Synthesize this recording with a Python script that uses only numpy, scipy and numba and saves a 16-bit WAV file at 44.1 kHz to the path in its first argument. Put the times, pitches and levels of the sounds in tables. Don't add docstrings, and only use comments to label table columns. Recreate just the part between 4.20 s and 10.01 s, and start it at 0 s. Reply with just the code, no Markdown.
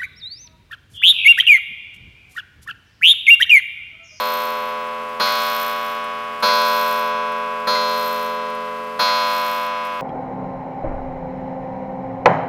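import sys
import numpy as np
from scipy import signal
from scipy.fft import rfft, irfft, next_fast_len
from scipy.io import wavfile
from scipy.ndimage import uniform_filter1d
from numba import njit

SR = 44100
rng = np.random.default_rng(int(sys.argv[2]) if len(sys.argv) > 2 else 0)


def log_audio(samples):
    frames = np.atleast_2d(samples).T
    limited = np.clip(frames, -1, 1)
    pcm = np.round(limited * 32767).astype(np.int16)
    wavfile.write(sys.argv[1], SR, pcm)


def undo_db(level):
    steps = np.asarray(level, float) / 20
    return 10 ** steps


N = 256220

# time in seconds, strength in dB.
HAMMER_BLOWS = [(-3.9469, -3.3), (-2.71881, -6.6), (-1.58144, -9.8), (-0.2891, -0.5), (-0.24782, -19.8),
                (-0.23208, -20.0), (0.997, -0.1), (1.02876, -18.5), (1.03933, -16.0), (2.2238, 0.9),
                (2.2527, -13.1), (2.29892, -14.5), (3.46932, -1.8), (3.47122, -16.7), (3.54087, -18.9),
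                (4.791, 0.7), (4.80547, -20.9), (4.88311, -19.8)]
# frequency in Hz, level in dB, t60 in seconds.
COIL_MODES = [(139.95, -65.5, 25.0), (177.54, -52.5, 25.0), (227.24, -40.5, 14.57), (286.74, -56, 22.78),
              (354.26, -51.5, 15.12), (428.67, -39.3, 24.66), (509.68, -27.5, 9.69), (596.67, -25.5, 6.53),
              (689.44, -33.5, 8.45), (786.97, -34.5, 6.63), (891.5, -32, 6.18), (1001.06, -18, 6.33),
              (1114.97, -24, 9.67), (1236.34, -28.5, 6.53), (1360.22, -29.5, 4.99), (1491.48, -27, 4.71),
              (1626.82, -32.3, 7.37), (1765.92, -43.5, 8.48), (1908.66, -37, 5.33), (2052.95, -41, 9.1),
              (2200.22, -34, 7.64), (2348.28, -39.5, 7.0), (2499.09, -35.5, 7.77), (2655.57, -33.5, 8.14),
              (2819.33, -39.5, 7.66), (2992.86, -38, 7.24), (3171.73, -36.5, 4.19), (3359.56, -28, 3.36),
              (3553.08, -34, 2.98), (3751.13, -31, 2.73)]
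# frequency in Hz, level in dB, t60 in seconds.
CROSS_MODES = [(404.67, -57.8, 15), (770.77, -51.2, 11), (873.07, -47.2, 15), (980.95, -44.6, 11),
               (1093.5, -43.4, 11), (1213.98, -47.1, 11), (1335.89, -38.5, 11), (1465.27, -48.8, 8),
               (1599.16, -43.0, 4.5), (1736.33, -47.3, 8), (1876.11, -45.3, 15), (2017.29, -56.6, 15),
               (2160.97, -52.9, 15), (2306.9, -39.5, 3.5), (2457.34, -36.8, 2), (2614.99, -46.1, 3.5),
               (2779.94, -47.9, 3.5), (2954.12, -64.5, 15), (3132.85, -53.5, 6), (3320.73, -52.3, 3.5),
               (3513.54, -53.5, 6), (3710.58, -53.4, 8), (3913.64, -50.3, 4.5), (4124.31, -47.8, 4.5),
               (4337.92, -58.9, 11), (4783.33, -53.8, 11), (5010.7, -53.0, 4.5), (5243.82, -55.5, 6),
               (5365.44, -70.0, 15), (5721.91, -56.4, 4.5)]
# frequency in Hz, level in dB, t60 in
# seconds.
UPPER_MODES = [(3955.6, -31.9, 1.43), (4167.2, -21.4, 1.85), (4382.37, -28.6, 1.72), (4604.48, -30.4, 1.1),
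               (4830.57, -36.2, 1.71), (5059.83, -32.7, 2.11), (5294.63, -49.0, 4.5), (5534.73, -37.0, 2.33),
               (5776.47, -49.7, 1.96), (6022.39, -42.1, 2.65), (6269.85, -43.4, 2.71),
               (6516.56, -56.4, 1.76), (6764.45, -43.8, 2.01)]
# frequency in Hz, level in dB, t60 in seconds.
TOP_GLINTS = [(7267, -12, 1.0), (8366, -17, 5.0), (8958, -12, 1.3), (9265, -7, 2.2), (9577, -17, 0.79),
              (9889, -10, 2.0), (10210, -8, 0.88), (10540, -1, 0.4), (10870, -5, 0.36),
              (11200, -10, 0.38), (11550, -10, 2.4), (11890, -10, 0.99), (12230, -6, 0.71),
              (12580, -7, 0.54), (12930, -10, 0.53), (13280, 2, 0.86), (13640, -7, 5.0),
              (14000, -9, 0.82), (14360, -11, 0.76), (14710, -24, 3.5), (15110, -4, 0.52),
              (15490, -10, 2.9)]
# blow in seconds, thump in dB, lever drop in seconds, lever level in dB.
STROKES = [
    (.999, 0.5, 1.070, 1.0),
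    (2.226, 1.0, 2.287, 1.5),
    (3.471, -1.5, 3.548, 2.0),
    (4.793, -.5, 4.878, 1.5),
]

# engages in seconds, load eases in seconds, stops in seconds,
# pinion chatter in dB, whir in dB.
TRAIN_RUNS = [
    (-.1, .26, .52, -37, -46.5),
    (1.03, 1.47, 1.75, -34.5, -43.5),
    (2.25, 2.73, 2.89, -35.5, -43.5),
    (3.61, 4.0, 4.15, -41, -47),
    (4.94, 5.37, 5.47, -41, -45.5),
    (5.645, 5.67, 5.68, -51, -54),
]
# a tooth meets in seconds, tooth rate there in teeth per second.
PINION_TEETH = [
    (.2714, 59.95),
    (1.3989, 60.91),
    (2.6138, 61.04),
    (3.8796, 60.08),
    (5.2322, 60.33),
]
# frequency in Hz, level in dB.
SPRING_TONE = [(11000, -38), (12600, -24), (13050, -11), (13330, 0), (13550, -4), (13900, -15), (14150, -8),
               (14600, -24), (16000, -38)]
# frequency in Hz, level in dB.
WHIR_TONE = [(300, -12), (1000, -6), (2500, -5.5), (5000, -4), (6300, -11), (8000, -13), (10000, -12),
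             (13000, -9), (15500, -13), (16000, -14)]
# frequency in Hz, level in dB.
ROOM_TONE = [(25, -20), (50, -12), (75, -21), (200, -8.5), (600, -7.5), (2000, -9), (6000, -25),
             (12000, -30), (15800, -47)]
# time in seconds, peak in dB, frequency in Hz
TICKS = [(0.6694, -45, 15400), (0.8894, -46, 15500), (1.8417, -38, 10600), (2.2014, -39, 13300),
         (3.1203, -40, 9280), (3.3994, -46, 13300), (4.2994, -43, 9420), (4.3494, -41, 9280),
         (4.6389, -45, 7590), (5.6491, -38, 13300), (5.7394, -47, 13800)]
# time in seconds, pitch in Hz, level in dB.
SQUEAKS = [
    [(0.54, 14910, -71), (0.576, 15290, -63), (0.626, 15718, -63), (0.642, 15544, -60), (0.718, 15298, -66),
     (0.76, 15027, -72)],
    [(0.86, 15070, -72), (0.904, 15599, -64), (0.926, 15255, -65), (0.935, 15113, -72)],
    [(4.2, 14700, -73), (4.25, 14900, -70), (4.295, 15200, -69), (4.33, 14800, -72)],
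    [(4.41, 14200, -73), (4.465, 14350, -69), (4.49, 13800, -65), (4.525, 12900, -71), (4.56, 12700, -74)],
]
# start in seconds, level in dB, length in seconds.
PIPS = [
    (.935, -55, .035),
    (3.176, -52, .03),
    (4.667, -54, .03),
    (5.575, -57, .02),
]
# frequency in Hz, level in dB, t60 in seconds.
CASE_MODES = [(205, -34, .3), (335, -38, .25), (480, -28, .2), (640, -32, .15), (880, -25, .15),
              (1180, -26, .12), (1350, -21, .15), (1750, -34, .08)]
# frequency in Hz, level in dB, t60 in seconds.
LEVER_MODES = [(500, -34, .15), (940, -34, .12), (1430, -28, .2), (1550, -30, .16), (1970, -31, .14),
               (2080, -27, .18), (3600, -40, .08), (9200, -50, .08), (11800, -56, .05)]

GLINTS_DB = -42
FLASH_DB, FLASH_S = -6.5, .06
ENGAGE_S, EASE_S, STOP_S = .03, .1, .06
ENGAGE_DB, SAG_DB, COAST_DB, STOPPING_DB = -7, -3, -10, -15
CHATTER_CREST_SHARE, WHIR_CREST_SHARE = .68, .4
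REST_CHATTER_DB, REST_WHIR_DB = -73, -61
WHIR_FOLLOWS = .7
FLUTTER_HZ, FLUTTER_DB = 22, 1.3
SLOWING_PER_S2 = 5.0
ROOM_DB, HUM_HZ, HUM_DB = -44.5, 100.0, -60
PIP_HZ = 14150


@njit
def ring(poles, rise, at, kick):
    out = np.zeros(N)
    for m in range(len(poles)):
        z, unheard, fading = 0j, 0j, rise * poles[m]
        for k in range(len(at) - 1):
            z += kick[m, k]
            unheard = (unheard + kick[m, k]) * (at[k] > 0)
            for i in range(at[k], at[k + 1]):
                out[i] += z.imag
                z *= poles[m]
            for i in range(at[k], min(at[k + 1], at[k] + 3000)):
                out[i] -= unheard.imag
                unheard *= fading
    return out


def strike(modes, times, db, rise_s, scatter=0.):
    hz, mode_db, t60 = np.transpose(modes)
    s = 2j * np.pi * hz - np.log(1000) / t60
    at = np.maximum(np.ceil(times * SR), 0).astype(np.int64)
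    turn = rng.random(len(hz))[:, None] + scatter * rng.standard_normal((len(at), len(hz))).T
    travel = s[:, None] * (at / SR - times)
    kick = undo_db(mode_db[:, None] + db) * np.exp(travel + 2j * np.pi * turn)
    return ring(np.exp(s / SR), np.exp(-1 / (rise_s * SR)), np.append(at, N), kick)


def colour(x, points):
    hz, db = np.transpose(points)
    size = next_fast_len(N)
    f = np.maximum(np.fft.rfftfreq(size, 1 / SR), 1)
    gain = undo_db(np.interp(np.log(f), np.log(hz), db, left=-60, right=-60))
    y = irfft(rfft(x, size) * gain, size)[:N]
    return y / y.std()


def bursts(times, db, decay_s):
    hits = np.zeros(N)
    np.add.at(hits, (np.asarray(times) * SR).astype(int), undo_db(np.asarray(db)))
    return signal.lfilter([1], [1, -np.exp(-1 / (decay_s * SR))], hits)


def gong():
    times, db = np.transpose(HAMMER_BLOWS)
    coil = strike(COIL_MODES + CROSS_MODES, times, db, rise_s=.004)
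    flash = 1 + bursts(np.transpose(STROKES)[0], FLASH_DB, FLASH_S)
    upper = flash * strike(UPPER_MODES, times, db - .3, rise_s=.009)
    glints = np.array(TOP_GLINTS, float)
    glints[:, 2] = np.minimum(glints[:, 2], 2.6 * (9300 / glints[:, 0]) ** 3)
    glitter = undo_db(GLINTS_DB) * strike(glints, times, db, rise_s=.002)
    return coil + upper + glitter


def load(t, start, ease, stop, top_db, rest_db, follows, crest_share):
    crest = start + crest_share * (ease - start)
    s = [start - ENGAGE_S, start, crest, ease, min(ease + EASE_S, stop), stop, stop + STOP_S]
    steps = top_db + follows * np.array([ENGAGE_DB, 0, SAG_DB, COAST_DB, STOPPING_DB])
    return np.interp(t, s, [rest_db, *steps, rest_db])


def flutter(t):
    knots = np.arange(0, t[-1] + 1, 1 / 200)
    wobble = uniform_filter1d(rng.standard_normal(len(knots)), max(int(200 / FLUTTER_HZ), 1))
    return FLUTTER_DB * np.interp(t, knots, wobble / wobble.std())


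def pinion(t):
    meets, rate = np.transpose(PINION_TEETH)
    run = np.searchsorted((meets[1:] + meets[:-1]) / 2, t)
    since = t - meets[run]
    teeth = 100 * run + 50 + rate[run] * since - SLOWING_PER_S2 / 2 * since ** 2
    size = undo_db(1.5 * rng.standard_normal(100 * len(meets)))[(teeth + .5).astype(int)]
    return size * np.exp(1.6 * (np.cos(2 * np.pi * teeth) - 1))


def train():
    t = np.arange(N) / SR
    chatter_runs = [load(t, start, ease, stop, chatter, REST_CHATTER_DB, 1, CHATTER_CREST_SHARE)
                    for start, ease, stop, chatter, _ in TRAIN_RUNS]
    whir_runs = [load(t, start, ease, stop, whir, REST_WHIR_DB, WHIR_FOLLOWS, WHIR_CREST_SHARE)
                 for start, ease, stop, _, whir in TRAIN_RUNS]
    chatter_db, whir_db = np.max(chatter_runs, axis=0), np.max(whir_runs, axis=0)
    flutter_db = flutter(t)
    pulse = pinion(t)
    spring = colour((.2 + pulse) * rng.standard_normal(N), SPRING_TONE)
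    rustle = colour((1.2 + pulse) * rng.standard_normal(N), WHIR_TONE)
    return undo_db(chatter_db + flutter_db - .8) * spring + undo_db(whir_db + flutter_db / 2 + 6.0) * rustle


def room():
    hum = undo_db(HUM_DB) * np.sin(2 * np.pi * HUM_HZ * np.arange(N) / SR)
    return undo_db(ROOM_DB) * colour(rng.standard_normal(N), ROOM_TONE) + hum


def works():
    t = np.arange(N) / SR
    tick_s, tick_db, _ = np.transpose(TICKS)
    tick_noise = colour(rng.standard_normal(N), [(5000, -24), (8000, 2), (13500, 0), (16000, -8)])
    out = bursts(tick_s, tick_db, .008) * undo_db(-7) * tick_noise
    for squeak in SQUEAKS:
        s, hz, db = np.transpose(squeak)
        fade = np.clip(np.minimum(t - s[0], s[-1] - t) / .015, 0, 1)
        phase = 2 * np.pi * np.cumsum(np.interp(t, s, hz)) / SR
        out = out + fade * undo_db(np.interp(t, s, db) + 3.5) * np.sin(phase)
    for s, db, length in PIPS:
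        fade = np.clip(np.minimum((t - s) / .003, (s + length - t) / length), 0, 1)
        out = out + undo_db(db) * fade * np.sin(2 * np.pi * PIP_HZ * t)
    return out


def case():
    blow, thump_db, drop, lever_db = np.transpose(STROKES)
    wood = strike(CASE_MODES, blow, thump_db, rise_s=.004, scatter=.2)
    lever = strike(LEVER_MODES, drop, lever_db, rise_s=.004, scatter=.2)
    boom = colour(rng.standard_normal(N), [(120, -30), (250, -10), (500, -2), (900, 4.5), (1400, 15),
                                           (2600, -10), (8000, -28), (14000, -42)])
    clack = colour(rng.standard_normal(N), [(400, -12), (1000, -8), (1800, 0), (4000, -10),
                                            (9000, -24), (15000, -30)])
    rattle = bursts(blow, thump_db - 21, .022) * boom + bursts(drop, lever_db - 32, .016) * clack
    return wood + lever + rattle


def scene():
    return (gong() + train() + room() + works() + case())[None]


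def roll_off(x):
    return signal.sosfilt(signal.butter(12, 15810, fs=SR, output="sos"), x)


def record(dry):
    top_cut = signal.ellip(10, .2, 60, 15740, fs=SR, output="sos")
    mix = signal.sosfilt(top_cut, dry)
    return roll_off(mix)


dry = scene()
out = record(dry)
log_audio(out)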